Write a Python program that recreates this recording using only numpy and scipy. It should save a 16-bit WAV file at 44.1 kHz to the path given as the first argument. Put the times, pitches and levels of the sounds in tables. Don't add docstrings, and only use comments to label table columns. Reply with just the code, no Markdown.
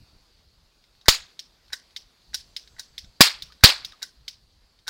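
import sys
import numpy as np
from scipy import signal
from scipy.fft import rfft, irfft
from scipy.io import wavfile
from scipy.ndimage import uniform_filter1d, map_coordinates

SR = 44100
rng = np.random.default_rng(int(sys.argv[2]) if len(sys.argv) > 2 else 0)


def how_loud(loudness_db):
    steps = np.asarray(loudness_db, float) / 20
    return 10 ** steps


def to_wav(s):
    ch = np.atleast_2d(s).T
    pcm = np.round(np.clip(ch, -1, 1) * 32767)
    wavfile.write(sys.argv[1], SR, pcm.astype(np.int16))


N = 215693

# start_s, blast_db, brightness_db_per_octave, yard_ring_hz, ring_db
CAPS_FIRED = [
    (1.0830, 16.5, 3, 6730, 7),
    (3.2077, 22, 2.6, 4850, 1.5),
    (3.637, 23, 1.45, 4450, 3),
]
# pitch_hz, hammer_db, trigger_db
RETURNED_CLATTER = [(300, -37.5, -40), (1200, -25.5, -29.5), (2600, -14, -12.5), (3700, -7, -5.5),
                    (4270, -4, -4), (5180, 0, 2), (5820, -4.5, -4.5), (6850, -12, -15.5),
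                    (9100, -14.5, -19), (12000, -21.5, -23.5), (16000, -21, -22)]


def unit(x):
    return x / np.sqrt(np.mean(x ** 2) + 1e-20)


def along(points, hz):
    f, v = np.transpose(points)
    return np.interp(np.log(hz + 1), np.log(f + 1), v)


def wobble(rate):
    knots = rng.standard_normal(int(N * rate / SR) + 4)
    return map_coordinates(knots, [np.arange(N) * rate / SR])


def resonate(x, modes):
    f = np.fft.rfftfreq(len(x), 1 / SR)
    response = 0
    for k, (centre, width, db) in enumerate(modes):
        mode = 1j * f * width / (centre * centre - f * f + 1j * f * width)
        response = response + (-1) ** k * how_loud(db) * mode
    y = irfft(rfft(x) * response, len(x))
    return y / np.abs(y).max()


def causal(points, size=2048):
    cepstrum = irfft(np.log(how_loud(along(points, np.fft.rfftfreq(size, 1 / SR)))), size)
    cepstrum[1:size // 2] *= 2
    cepstrum[size // 2 + 1:] = 0
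    h = irfft(np.exp(rfft(cepstrum)), size)
    return h / np.linalg.norm(h)


def coloured(spectrum, patchy_db):
    hz, _, z = signal.stft(rng.standard_normal(N + 4096), SR, nperseg=2048, noverlap=1792)
    field = uniform_filter1d(uniform_filter1d(rng.standard_normal(z.shape), 24, 0), 14, 1)
    z = z * how_loud(patchy_db * unit(field) + along(spectrum, hz)[:, None])
    return unit(signal.istft(z, SR, nperseg=2048, noverlap=1792)[1][:N])


def add(track, s, sound):
    spot = track[round(s * SR):][:len(sound)]
    spot += sound[:len(spot)]


def hush():
    # time_s, level_db
    hush_level = [(0, -62.5), (.65, -65.5), (1.6, -64.5), (2.53, -62), (3.02, -63.5), (4.89, -67)]
    # pitch_hz, level_db_per_hz
    hush_colour = [(90, -26.5), (150, -3.5), (300, -6), (600, -8), (1500, -11), (2200, -12.5),
                   (3000, -11.5), (3600, -8), (4600, -2.5), (5300, -11), (5900, -15.5), (8000, -21.5),
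                   (12000, -24.5), (16000, -28)]
    t = np.arange(N) / SR
    reply_db, delay_s, decay_s = -81, .15, 1.2
    reply = 0
    for s, blast_db, *_ in CAPS_FIRED:
        since = np.maximum(t - s, 0)
        late = (1 - np.exp(-(since / delay_s) ** 4)) * how_loud(-60 * since / decay_s)
        reply = reply + how_loud(blast_db + reply_db) * late
    level = how_loud(np.interp(t, *np.transpose(hush_level))) + reply
    return level * how_loud(0.48 * wobble(25)) * coloured(hush_colour, patchy_db=1.66)


def leaves():
    # pitch_hz, level_db_per_hz
    leaf_colour = [(4000, -39), (5500, -5.5), (6300, 0), (7000, -4), (7700, -1.5), (8500, -12.5),
                   (11000, -28.5), (14000, -61.5)]
    # pitch_hz, width_hz, level_db
    whistles = [(6240, 160, 1.5), (7570, 130, -1.5)]
    t = np.arange(N) / SR
    rest_db, swell_db = -87.5, 14.5
    swell_s, rise_s, fall_s = 2.55, 0.24, .8
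    stir = np.exp(-((t - swell_s) / np.where(t < swell_s, rise_s, fall_s)) ** 2)
    rustle = coloured(leaf_colour, patchy_db=4.0)
    whistle = how_loud(-4) * unit(resonate(rng.standard_normal(N), whistles))
    return how_loud(rest_db + swell_db * stir) * (rustle + whistle)


def wind():
    # peak_s, peak_db, length_s
    gusts = [(0.006, -44, .03), (0.15, -59, .05), (0.43, -61.5, .07), (1.21, -56.5, .03), (1.68, -67, .06),
             (2.04, -69, .05), (2.341, -55.5, .06), (2.748, -64, .03), (2.952, -59, .1),
             (3.078, -55.5, .05), (3.443, -51.5, .06), (3.848, -57, .07), (4.21, -58.5, .035),
             (4.501, -66.5, .15)]
    # peak_s, peak_db, length_ms
    eddies = [
        (3.045, -41, 1.5),
        (4.211, -52.5, 3),
    ]
    # pitch_hz, level_db_per_hz
    rumble_colour = [(8.8, -39), (15, -6), (43, 2), (209, -20), (268, -32), (300, -26.5), (390, -47),
                     (660, -120)]
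    t = np.arange(N) / SR
    strength = how_loud(-67)
    for s, db, length_s in gusts:
        strength = strength + how_loud(db) * np.exp(-((t - s) / length_s) ** 2)
    bumps = sum(how_loud(db) * np.exp(-((t - s) * 1000 / ms) ** 2) for s, db, ms in eddies)
    rumble = unit(how_loud(0.5 * wobble(2.9)) * coloured(rumble_colour, patchy_db=-2.15))
    return bumps + strength * rumble


def scatter_shape(ms):
    # level_db, loss_db_per_ms
    near_doors = (-3.5, 1.4)
    # level_db, loss_db_per_ms
    far_houses = (-51, .08)
    rise_ms, fence_ms, fence_drop_db = 2.5, 71, 4
    past = np.maximum(ms - fence_ms, 0)
    paving_db = -22 - 0.13 * ms - 0.12 * past
    paving_db = paving_db - fence_drop_db * (1 - np.exp(-past / 4))
    doors = how_loud(near_doors[0] - near_doors[1] * ms)
    houses = how_loud(far_houses[0] - far_houses[1] * ms)
    return (1 - np.exp(-(ms / rise_ms) ** 2)) * (doors + how_loud(paving_db) + houses)


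def yard(near, far, scatter_db):
    # delay_ms, level_db
    near_walls = [(1.3, -10.5), (4.6, -13), (5.8, -12.5), (9.3, -13.5), (13, -21.5)]
    # pitch_hz, extra_loss_db_per_s
    pitch_loss = [(200, 101), (400, -29.5), (700, -15.5), (1500, -15), (4000, -3), (8000, 48.5),
                  (14000, 137)]
    size = SR // 2
    hz, t, z = signal.stft(rng.standard_normal(size), SR, nperseg=128)
    field = uniform_filter1d(uniform_filter1d(rng.standard_normal(z.shape), 3, 0), 6, 1)
    patches = 2.2 * unit(field)
    z = z * how_loud(patches - t * along(pitch_loss, hz)[:, None])
    tail = signal.istft(z, SR, nperseg=128)[1][:size]
    lumps = 1.1 * map_coordinates(rng.standard_normal(200), [np.linspace(0, 195, size)])
    tail = tail * scatter_shape(np.arange(size) / SR * 1000) * how_loud(scatter_db + lumps)
    echoes = np.zeros(size)
    echoes[0] = 1
    for delay_ms, db in near_walls:
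        echoes[round((delay_ms + rng.normal(0, .15)) * SR / 1000)] += how_loud(db + rng.normal(0, 0.62))
    return signal.fftconvolve(near, echoes) + signal.fftconvolve(far, tail)


def thin(x, hz):
    return signal.sosfilt(signal.butter(2, hz, "high", fs=SR, output="sos"), x)


def contacts(rows, metal, clatter, gain_db, rattle_s, scatter_db):
    # pitch_hz, width_hz, level_db
    hollow_frame = [(475, 150, -15), (900, 200, -13), (1130, 120, -10), (1510, 115, 1.5), (1954, 260, -0.6)]
    # pitch_hz, width_hz, level_db
    bright_crack = [(8000, 430, 3), (10200, 4400, -3), (14500, 3300, -2)]
    track, t = np.zeros(N), np.arange(2048) / SR
    touch_s, blow_s, width_s = .0002, .0014, .00003
    blow = np.exp(-((t - blow_s) / width_s) ** 2) + .25 * np.exp(-((t - touch_s) / width_s) ** 2)
    steepness = np.where(t < blow_s, 4, 1)
    rattle = .27 * how_loud(-60 * steepness * np.abs(t - blow_s) / rattle_s)
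    for s, db, knock_db, crack_db, yard_db in rows:
        x = blow + rng.standard_normal((3, len(t))) * rattle
        near = thin(resonate(x[0], metal), 1000)
        near += how_loud(knock_db + 0.5) * resonate(x[1], hollow_frame)
        near += how_loud(crack_db + 2.5) * thin(resonate(x[2], bright_crack), 2000)
        far = causal(clatter) + how_loud(knock_db - 17) * resonate(t == 0, hollow_frame)
        add(track, s - .0011, how_loud(db + gain_db) * yard(near, far, scatter_db + yard_db))
    return track


def trigger():
    # start_s, peak_db, frame_knock_db
    loose_ticks = [(0.3894, -59, -9), (0.84, -49, -21.5), (0.9507, -57, -10.5), (1.0124, -45, -21.5),
                   (1.6815, -47, -25), (1.907, -49.5, -23), (2.2175, -55, -22), (2.6748, -41, -13.5),
                   (3.0445, -44.5, -13.5), (3.5218, -39, -12), (3.922, -39.5, -10.5), (4.2089, -58, -12),
                   (4.789, -51, -25)]
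    # crack_db, yard_answer_db
    tick_mix = (-33, 0.6)
    # start_s, peak_db
    snaps = [(1.3923, -24.5), (1.963, -22.5), (2.5645, -20.5), (2.98, -22.5), (3.4221, -22), (3.8473, -21),
             (4.2802, -21)]
    # frame_knock_db, crack_db, yard_answer_db
    snap_mix = (-31, -36, 2.7)
    # pitch_hz, width_hz, level_db
    trigger_part = [(2124, 176, -7.5), (3140, 206, -4), (3753, 202, 6), (4680, 580, -2.5), (5090, 320, -7),
                    (6570, 200, -10.5)]
    rows = [(*row, *snap_mix) for row in snaps] + [(*row, *tick_mix) for row in loose_ticks]
    clatter = np.array(RETURNED_CLATTER)[:, [0, 2]]
    return contacts(rows, trigger_part, clatter, gain_db=2.0, rattle_s=.007, scatter_db=-9)


def hammer():
    # start_s, peak_db, frame_knock_db
    latches = [(1.058, -33, 0.6), (1.063, -36.5, 5), (1.703, -53, 12), (2.3423, -32, -11.5),
               (2.765, -49.5, 8), (3.609, -42, -5)]
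    # crack_db, yard_answer_db
    latch_mix = (-17, -0.6)
    # hammer_lands_s, blow_db, frame_knock_db, sear_lead_ms, scrape_db
    pulls = [
        (1.0830, -12.5, -8.5, 7.6, -39),
        (1.731, -15, -6.5, 8, -24),
        (2.3436, -9, -21, 11, -29),
        (2.7946, -18, -16, 10.4, -35),
        (3.2067, -14, -7, 6.5, -34.5),
        (3.637, -12.5, -6, 8.5, -28.5),
        (4.0275, -16, -10, 10.2, -22),
        (4.879, -13.5, -8, 10.8, -23.5),
    ]
    # peak_db, frame_knock_db, crack_db, yard_answer_db
    sear_slip = (-43, 8, -30, -1.5)
    # frame_knock_db, crack_db, yard_answer_db
    scrape_mix = (-9, -21.5, -4.5)
    # crack_db, yard_answer_db
    blow_mix = (-19, 3.6)
    # pitch_hz, width_hz, level_db
    hammer_part = [(3860, 120, 4.5), (4820, 210, 0), (4660, 890, -6), (5700, 330, -5.5), (6900, 170, -10)]
    rows = [(*row, *latch_mix) for row in latches]
    for s, db, knock_db, lead_ms, scrape_db in pulls:
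        lead_s = lead_ms / 1000
        rows.append((s - lead_s, *sear_slip))
        rows.append((s - .55 * lead_s, scrape_db, *scrape_mix))
        rows.append((s, db, knock_db, *blow_mix))
        rows.append((s + .0052, db - 7.5, knock_db + 3.5, -18.5, -1.8))
    clatter = np.array(RETURNED_CLATTER)[:, [0, 1]]
    return contacts(rows, hammer_part, clatter, gain_db=-6, rattle_s=.012, scatter_db=-7)


def caps():
    # pitch_hz, level_db
    blast_colour = [(60, -29.5), (300, -15), (1000, -6), (2100, -3.5), (3000, -5.5), (3700, -1.5),
                    (4300, -0.5), (4800, -0.5), (5400, -4.5), (6000, -12), (7500, -12.5), (9000, -17),
                    (12000, -20.5), (16000, -20.5)]
    track, t = np.zeros(N), np.arange(SR // 10) / SR
    u = t / 0.00013
    shock = -(1 - u) * np.exp(-u)
    spread = 2 ** (2 * .12)
    for s, db, tilt_db, ring_hz, ring_db in CAPS_FIRED:
        fizz = 0.042 * rng.standard_normal(len(t)) * how_loud(-60 * t / 0.0057)
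        colour = causal([(hz, level + tilt_db * np.log2(hz / 4000)) for hz, level in blast_colour])
        ring = causal([(ring_hz / spread, 0), (ring_hz, ring_db), (ring_hz * spread, 0)])
        near = signal.fftconvolve(shock + fizz, colour)[:len(colour)]
        far = signal.fftconvolve(ring, colour)[:len(colour)]
        add(track, s, how_loud(db) * yard(near, far, scatter_db=-13))
    return track


def shoves():
    # start_s, length_ms, offset_of_full_scale
    gas_shoves = [
        (1.0831, .5, 1.1),
        (1.0838, .5, -.8),
        (1.0844, 4.2, .27),
        (3.2071, .7, 2.),
        (3.2086, 1.5, -.6),
        (3.6371, .5, 1.),
        (3.6378, 4.6, .5),
        (3.6430, 3.4, -.85),
    ]
    t_ms = np.arange(N) / SR * 1000

    def edge(ms):
        return 1 - np.exp(-np.maximum(ms, 0) / .3)

    return sum(size * (edge(t_ms - s * 1000) - edge(t_ms - s * 1000 - ms)) for s, ms, size in gas_shoves)


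def return_spring():
    # start_s, peak_db, pitch_hz
    twangs = [
        (3.502, -45.5, 1250),
        (3.932, -43.5, 1250),
    ]
    track, t = np.zeros(N), np.arange(SR // 10) / SR
    t60_s, again_s, again_db = 0.032, .0105, -6
    for s, db, hz in twangs:
        swell = 1 - np.exp(-t / 0.0011)
        twang = how_loud(db - 60 * t / t60_s) * swell * np.sin(2 * np.pi * hz * t)
        add(track, s, twang)
        add(track, s + again_s, how_loud(again_db) * twang)
    return track


def scene():
    garden = hush() + leaves() + wind()
    gun = trigger() + hammer() + caps() + shoves() + return_spring()
    return (garden + gun)[None]


def roll_off(x):
    return signal.sosfilt(signal.butter(12, 16660, fs=SR, output="sos"), x)


def record(dry):
    clipped = np.clip(dry, -.99, .99)
    coupling = signal.butter(1, 6.5, "high", fs=SR, output="sos")
    drained = signal.sosfilt(np.tile(coupling, (2, 1)), clipped)
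    limit = signal.firwin(255, 15950, fs=SR, window=("kaiser", 8))
    mix = signal.fftconvolve(drained, limit[None], "same")
    return roll_off(mix)


dry = scene()
out = record(dry)
to_wav(out)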